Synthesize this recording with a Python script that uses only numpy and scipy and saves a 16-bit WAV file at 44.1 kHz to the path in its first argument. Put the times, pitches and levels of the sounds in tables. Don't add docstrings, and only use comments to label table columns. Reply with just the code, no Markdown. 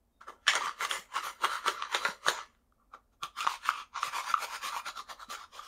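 import sys
import numpy as np
from scipy import signal
from scipy.fft import rfft, irfft
from scipy.io import wavfile
from scipy.ndimage import uniform_filter1d

SR = 44100
rng = np.random.default_rng(int(sys.argv[2]) if len(sys.argv) > 2 else 0)


def wav_out(sig):
    wavfile.write(sys.argv[1], SR, np.round(np.clip(np.atleast_2d(sig).T, -1, 1) * 32767).astype(np.int16))


N = 250047
TIME = np.arange(N) / SR
REGRIP_S = 2.9


def from_db(db):
    return 10 ** (np.asarray(db) / 20)


def rms_one(x):
    return x / np.sqrt(np.mean(x ** 2) + 1e-20)


def evened(x):
    return x / np.sqrt(np.abs(uniform_filter1d(x ** 2, size=1300)) + 1e-12)


def band(x, low_hz, high_hz):
    return signal.sosfilt(signal.butter(2, [low_hz, high_hz], "band", fs=SR, output="sos"), x + 1e-18)


def coloured(x, colour, size=4096):
    hz, db = np.transpose(colour)
    grid = np.maximum(np.arange(size // 2 + 1) * SR / size, 1)
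    octaves_outside = np.abs(np.log2(grid / np.clip(grid, hz[0], hz[-1])))
    level = np.interp(np.log(grid), np.log(hz), db) - 24 * octaves_outside.clip(0, 2)
    cepstrum = irfft(np.log(from_db(level)))
    cepstrum[1:size // 2] *= 2
    cepstrum[size // 2 + 1:] = 0
    pulse = irfft(np.exp(rfft(cepstrum)))
    return signal.oaconvolve(x, pulse / np.abs(pulse).max())[:len(x)]


def resonance(x, hz, width_hz):
    r = np.exp(-np.pi * width_hz / SR)
    feedback = [1, -2 * r * np.cos(2 * np.pi * hz / SR), r * r]
    return signal.lfilter(np.array([1, 0, -1]) * (1 - r * r) / 2, feedback, x + 1e-18)


def drift(per_s):
    knots = rng.standard_normal(N // 20)
    return rms_one(np.interp(TIME * per_s, np.arange(len(knots)), knots))


def swell(t, rise_s, order):
    return (t / rise_s * np.exp(1 - t / rise_s)) ** order


def add(out, start_s, sound):
    at = int(round(start_s * SR))
    out[at:at + len(sound)] += sound[:N - at]


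def lift_band(x, start_s, end_s, hz, width_hz, db, fade_s):
    held = np.clip(np.minimum(TIME - start_s, end_s - TIME) / fade_s + .5, 0, 1)
    return x + (from_db(db) - 1) * held * resonance(x, hz, width_hz)


def clicks(per_s, spread_db, max_spreads):
    sizes = from_db(spread_db * np.minimum(rng.exponential(1, N), max_spreads))
    return sizes * rng.choice([-1, 1], N) * (rng.random(N) < per_s / SR)


# frequency in Hz, level in dB.
AIR_COLOUR = [(20, -1), (50, 7.5), (64, -1), (78, -0.5), (125, -13), (180, -12), (235, -3), (320, -16),
              (700, -15.5), (1500, -28.5), (3000, -35.5), (14000, -34)]


def workshop_air():
    return from_db(-71) * rms_one(coloured(rng.standard_normal(N), AIR_COLOUR))


def workshop_echo(x, decay_s, gap_s):
    t = TIME[:SR // 2]
    build_up = 1 - np.exp(-(t / gap_s) ** 2)
    tail = rng.standard_normal(len(t)) * from_db(-60 * t / decay_s) * build_up
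    tail /= np.sqrt(np.sum(tail ** 2))
    return band(signal.oaconvolve(x, tail)[:N], 180, 9000)


def squeak(peak_s, swell_s, hz, db):
    tone = resonance(rng.standard_normal(N), hz, width_hz=70)
    tone = resonance(tone, hz, width_hz=70)
    return from_db(db) * np.exp(-((TIME - peak_s) / swell_s) ** 2) * evened(tone)


# start in seconds, peak level in dB, pitch in Hz.
HAND_BUMPS = [(0.576, -61, 190), (0.989, -53, 193), (2.086, -43.5, 192), (2.276, -43, 194),
              (3.23, -52, 150), (4.074, -55.5, 131), (5.283, -51.5, 234)]


def hand_bumps():
    out, t = np.zeros(N), TIME[:SR // 6]
    for start_s, db, hz in HAND_BUMPS:
        add(out, start_s, from_db(db) * swell(t, rise_s=0.0049, order=1) * np.sin(2 * np.pi * hz * t))
    return out


# frequency in Hz, level in dB.
CRACK_COLOUR = [(700, -30), (1400, -5.5), (2050, -1.5), (2600, -3.5), (3100, -1.5), (3600, -4), (4300, -11),
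                (5200, -15.5), (6600, -7.5), (7900, -22.5), (9200, -8.5), (10500, -32), (15000, -37.5)]


def crinkles():
    return rms_one(coloured(clicks(per_s=40, spread_db=6.5, max_spreads=3), CRACK_COLOUR))


# start in seconds, peak level in dB, pitch in Hz,
# snap in dB compared with that peak (before snap_trim_db is added), swell time in seconds.
CREASE_POPS = [(0.212, -43, 1166, -21.5, 0.0022), (0.468, -24, 1580, -2.5, 0.0011),
               (0.534, -22, 1200, 0, 0.0018), (0.6082, -24.5, 1030, -3, 0.0022),
               (0.6691, -21.5, 1340, -22, 0.00094), (0.693, -27, 1320, -20, 0.0013),
               (0.8081, -21.5, 1400, -1.5, 0.001), (1.1621, -21.5, 1130, -21, 0.0015),
               (1.166, -21, 1210, -2.5, 0.0018), (1.268, -23.5, 1180, -26, 0.001),
               (1.4352, -21.5, 1345, -20, 0.0039), (1.4412, -18.5, 1120, -6, .0013),
               (1.4515, -16.5, 1250, -11, 0.0014), (1.6612, -22, 1140, -8, 0.0012),
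               (1.8229, -22, 1213, 2, 0.0014), (2.2649, -16.5, 1227, -13, 0.0011),
               (2.3884, -27.5, 1154, -8, 0.0011), (2.549, -57.5, 1377, 0.5, 0.00087),
               (2.7227, -58, 1260, -11, .0021), (2.937, -36, 1236, -10, 0.0019),
               (2.9483, -39, 1230, -15, .001), (3.448, -25, 1150, -18, .0008),
               (3.4671, -16.5, 1160, -4, 0.001), (3.4727, -12, 1135, -9.5, 0.0018),
               (3.6893, -10.5, 1267, -8, 0.0017), (3.7053, -21.5, 1415, -3, 0.001),
               (4.0297, -17.5, 1244, -2, .0019), (4.3395, -11.5, 1251, -9, 0.0027),
               (4.3474, -23.5, 1320, -10, 0.0022), (4.3776, -26.5, 1220, -5, 0.0024),
               (4.7643, -29.5, 1080, 1, 0.0009), (5.5911, -32.5, 1204, -24, 0.0042)]


def crease_pops(snap_decay_s, snap_trim_db):
    out, t = np.zeros(N), TIME[:SR // 20]
    for start_s, db, hz, snap_db, rise_s in CREASE_POPS:
        burst = rng.standard_normal(len(t)) * from_db(-60 * t / snap_decay_s)
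        snap = band(coloured(burst, CRACK_COLOUR), 900, 5500)
        snap *= from_db(snap_db + snap_trim_db) / np.abs(snap).max()
        flip = swell(t, rise_s, order=3) * np.sin(2 * np.pi * hz * t)
        add(out, start_s, from_db(db) * (flip + snap))
    return out


# start in seconds, tube thud in dB,
# paper slap in dB, crack in dB, pitch of the ring in Hz.
WRENCH_KNOCKS = [(0.48, -62, -11.5, -9.5, 3320), (0.5533, -36, -16, -15.5, 6470),
                 (0.8497, -44, -18.5, -16.5, 4100), (0.9118, -48, -18.5, -16, 3120),
                 (1.4455, -32.5, -14.5, -20, 3000), (1.681, -28, -17, -15.5, 2830),
                 (1.9475, -25, -21.5, -14.5, 3520), (2.0506, -33.5, -15.5, -22.5, 3800),
                 (2.284, -22, -7, -11, 4060), (3.2336, -49, -27.5, -20.5, 3380),
                 (3.406, -56, -27, -20, 2760), (3.4732, -43.5, -26, -27, 3300)]


def wrench_knocks(chatter_decay_s, crush_decay_s):
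    out, t = np.zeros(N), TIME[:SR // 8]
    for start_s, thud_db, slap_db, crack_db, ring_hz in WRENCH_KNOCKS:
        chatter = from_db(-12.5 - 60 * t / chatter_decay_s)
        crush = from_db(-24 - 60 * t / crush_decay_s)
        force = rng.standard_normal(len(t)) * (chatter + crush)
        force[0] = 1
        thud = coloured(force, TUBE_COLOUR)
        slap = band(force, 1100, 1944)
        crack = coloured(force, CRACK_COLOUR)
        crack += from_db(8.5) * resonance(crack, ring_hz, width_hz=700)
        for db, sound in (thud_db, thud), (slap_db, slap), (crack_db, crack):
            add(out, start_s, -from_db(db) * sound / np.abs(sound).max())
    return out


def flexing(x, low_hz, high_hz, count, width_ratio, depth):
    pitches = np.geomspace(low_hz, high_hz, count)
    return x + sum(depth * drift(per_s=20) * resonance(x, hz, width_ratio * hz) for hz in pitches)


# frequency in Hz, level in dB.
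HISS_COLOUR = [(4000, -35.5), (7000, 5.5), (8000, -4), (9200, 4), (10200, -3), (12000, -3.5), (14000, -4),
               (15500, -11)]


def fibre_hiss(force):
    hiss = coloured(force, HISS_COLOUR)
    return evened(flexing(hiss, 7000, 18000, count=10, width_ratio=0.044, depth=0.9))


# frequency in Hz, level in dB.
TUBE_COLOUR = [(60, -42), (130, -24), (200, -9), (280, -10), (380, 2), (500, 2.5), (590, 4), (730, -4),
               (860, -0.5), (1100, -16.5), (2000, -53)]
# pitch in Hz, width in Hz, change in dB.
TUBE_GRIP_CHANGES = [(380, 190, -6), (759, 57, 8.5)]


def tube_rumble(force):
    rumble = coloured(force, TUBE_COLOUR)
    for hz, width_hz, db in TUBE_GRIP_CHANGES:
        rumble = lift_band(rumble, REGRIP_S, np.inf, hz, width_hz, db, fade_s=0.03)
    return evened(flexing(rumble, 170, 850, count=8, width_ratio=0.44, depth=0.41))


# frequency in Hz, level in dB.
FIRST_GRIP_COLOUR = [(900, -16.5), (1500, -2), (1800, 3), (2050, 7), (2500, -3.5), (3100, 1.5),
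                     (3600, -4.5), (4300, -6.5), (5100, -9), (5900, -6.5), (6750, -10.5), (7900, -21.5),
                     (9100, -21), (10500, -41.5)]
SECOND_GRIP_COLOUR = [(900, -16), (1500, -4), (1900, -1), (2400, 7), (2750, 0), (3400, 1), (4200, -2.5),
                      (5100, -2.5), (5900, -4.5), (6750, -6), (7900, -23.5), (9200, -15.5), (10500, -43.5)]
# start in seconds, end in seconds, pitch in Hz, change in dB.
PINNED_PATCHES = [(0.46, 0.522, 2200, 2), (1.038, 1.126, 2340, 7), (1.35, 2.477, 4100, 8),
                  (1.76, 2.266, 6000, 3.5), (2.277, 2.416, 6900, 11.5), (3.203, 3.375, 3430, 10),
                  (3.29, 3.396, 2500, -18), (3.612, 3.85, 2870, 9), (3.897, 4.87, 2240, 2),
                  (4.42, 4.68, 4870, 5), (4.874, 5.314, 4040, 8.5), (5.51, 5.7, 3230, 8.5)]


def fibre_rasp(force):
    rasp = np.where(TIME < REGRIP_S,
                    coloured(force, FIRST_GRIP_COLOUR), coloured(force, SECOND_GRIP_COLOUR))
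    for start_s, end_s, hz, db in PINNED_PATCHES:
        rasp = lift_band(rasp, start_s, end_s, hz, width_hz=480, db=db, fade_s=0.032)
    rasp = lift_band(rasp, start_s=4.86, end_s=np.inf, hz=2350, width_hz=1070, db=-10, fade_s=0.032)
    return evened(flexing(rasp, 1600, 9000, count=22, width_ratio=0.021, depth=1.0))


# pitch in Hz, width in Hz, level in dB.
SLEEVE_RESONANCES = [(1001, 145, -1.5), (1168, 111, 4), (1356, 80, 3.5), (1724, 200, -7.5)]


def paper_buzz(force, wander_db):
    buzz = np.zeros(N)
    for k, (hz, width_hz, db) in enumerate(SLEEVE_RESONANCES):
        share = from_db(db + wander_db * drift(per_s=22))
        buzz += (-1) ** k * share * resonance(force, hz, width_hz)
    return evened(band(buzz, 745, 1600))


def slips(per_s, spread_db, friction_db):
    jerks = rms_one(clicks(per_s, spread_db, max_spreads=4))
    return jerks + from_db(friction_db) * rng.standard_normal(N)


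# moment of full pressure in seconds, hold in seconds,
# seconds taken to rise 30 dB, then the levels in dB of buzz, rasp, hiss and rumble (before trim_db).
WRENCH_STROKES = [(0.21, 0.009, 0.0087, -51.5, -63, -81, -69),
                  (0.283, 0.0061, 0.027, -41, -56.5, -69, -50.5), (0.48, .012, 0.013, -38, -24, -48, -43.5),
                  (0.559, 0.011, 0.092, -33, -34, -53, -42), (0.62, 0.065, .064, -35.5, -42.5, -60, -53.5),
                  (0.824, 0.013, .059, -32.5, -35.5, -49.5, -46.5),
                  (0.898, 0.074, 0.022, -41.5, -40, -48.5, -50),
                  (1.156, 0.031, 0.06, -35, -40.5, -55.5, -54), (1.235, 0.057, 0.037, -39.5, -44, -53, -56),
                  (1.441, 0.0071, .048, -32, -36.5, -49.5, -41),
                  (1.503, 0.068, .049, -35.5, -44, -55.5, -60), (1.675, .004, 0.052, -27, -34, -47, -42.5),
                  (1.844, 0.01, 0.58, -39.5, -48, -83, -60.5),
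                  (1.951, 0.003, 0.073, -29, -32.5, -50.5, -49.5),
                  (2.034, 0.067, 0.14, -38, -43, -56.5, -47.5), (2.287, 0.002, 0.063, -29, -32.5, -45, -39),
                  (2.331, 0.085, 0.037, -44, -49, -76.5, -62), (2.798, 0.031, 0.051, -71, -97, -99.5, -96),
                  (2.943, .005, 0.034, -46.5, -64.5, -82, -57), (3.131, .008, .025, -74, -80, -89, -77),
                  (3.232, 0.014, 0.022, -35, -49, -58.5, -53), (3.38, 0.066, 0.035, -37.5, -43, -57.5, -60),
                  (3.468, 0.088, 0.027, -43, -44.5, -58, -60.5),
                  (3.664, 0.038, 0.074, -38, -41, -53, -61.5), (3.736, 0.086, 0.087, -43, -48.5, -71, -67),
                  (3.96, 0.03, 0.036, -36, -45, -80, -59.5), (4.028, 0.059, .056, -40.5, -42, -54.5, -53.5),
                  (4.144, 0.062, 0.068, -36, -40.5, -53.5, -51.5),
                  (4.3, 0.016, 0.2, -35, -40.5, -54, -54.5),
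                  (4.429, 0.017, 0.1, -38.5, -39.5, -49.5, -46.5),
                  (4.546, 0.018, 0.19, -38.5, -42.5, -54.5, -56),
                  (4.635, 0.054, .05, -38.5, -40.5, -52.5, -53.5), (4.749, 0.046, 0.22, -37, -45, -56, -56),
                  (4.864, .03, 0.038, -39, -42, -58, -51), (4.971, 0.033, 0.05, -40.5, -48, -63, -56),
                  (5.1, 0.02, 0.039, -42.5, -47.5, -61.5, -50),
                  (5.208, 0.027, 0.061, -45.5, -55, -68, -61.5), (5.303, 0.048, .026, -42, -45, -55, -53),
                  (5.385, 0.059, 0.17, -48.5, -56, -73, -63.5), (5.541, .065, 0.051, -52.5, -53, -68, -60),
                  (5.628, 0.047, .04, -52, -55.5, -67.5, -66.5)]
LAYERS = ("buzz", "rasp", "hiss", "rumble")


def stroke_level(layer, trim_db, arch_db_per_s, fade_db_per_s):
    t, power = TIME[::40], 0
    for full_s, hold_s, rise_s, *levels_db in WRENCH_STROKES:
        briskness = 1.69 if full_s > REGRIP_S else 1
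        rise_db = -30 * np.maximum(full_s - t, 0) / rise_s
        release = np.maximum(t - full_s - hold_s, 0) * briskness
        arch = np.sin(np.pi * np.clip((t - full_s) / hold_s, 0, 1)) - .5
        held = from_db(levels_db[LAYERS.index(layer)] + arch_db_per_s * hold_s * arch + rise_db)
        rub = held * from_db(-fade_db_per_s * release)
        settling = held * from_db(-21.5 - 115 * release)
        power += rub ** 2 + settling ** 2
    return from_db(trim_db) * np.interp(TIME, t, np.sqrt(power))


def rubbing():
    catching = drift(per_s=220)
    coarse = slips(per_s=700, spread_db=-0.5, friction_db=-10) * from_db(1.1 * catching)
    fine = slips(per_s=5000, spread_db=1.0, friction_db=-4.5) * from_db(0.7 * catching)
    rasp = fibre_rasp(fine + from_db(-10.5) * coarse)
    hiss = fibre_hiss(fine)
    rumble = tube_rumble(coarse + fine)
    buzz = paper_buzz(coarse, wander_db=4.5)
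    rasp += from_db(-16.5) * crinkles()
    return (buzz * stroke_level("buzz", trim_db=-0.3, arch_db_per_s=12, fade_db_per_s=474)
            + rasp * stroke_level("rasp", trim_db=-0.28, arch_db_per_s=28, fade_db_per_s=310)
            + hiss * stroke_level("hiss", trim_db=1.56, arch_db_per_s=77, fade_db_per_s=260)
            + rumble * stroke_level("rumble", trim_db=-0.86, arch_db_per_s=62, fade_db_per_s=224))


def scene():
    rub = rubbing() + squeak(peak_s=0.17, swell_s=0.04, hz=3700, db=-85) + hand_bumps()
    pops = crease_pops(snap_decay_s=0.015, snap_trim_db=-4)
    hits = pops + wrench_knocks(chatter_decay_s=0.0061, crush_decay_s=0.088)
    echo = workshop_echo(from_db(-13) * rub + from_db(-9.5) * hits, decay_s=0.2, gap_s=0.0035)
    return (rub + hits + echo + workshop_air())[None]


def record(dry):
    return signal.sosfilt(signal.ellip(12, .1, 80, 15700, fs=SR, output="sos"), dry)


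dry = scene()
out = record(dry)
wav_out(out)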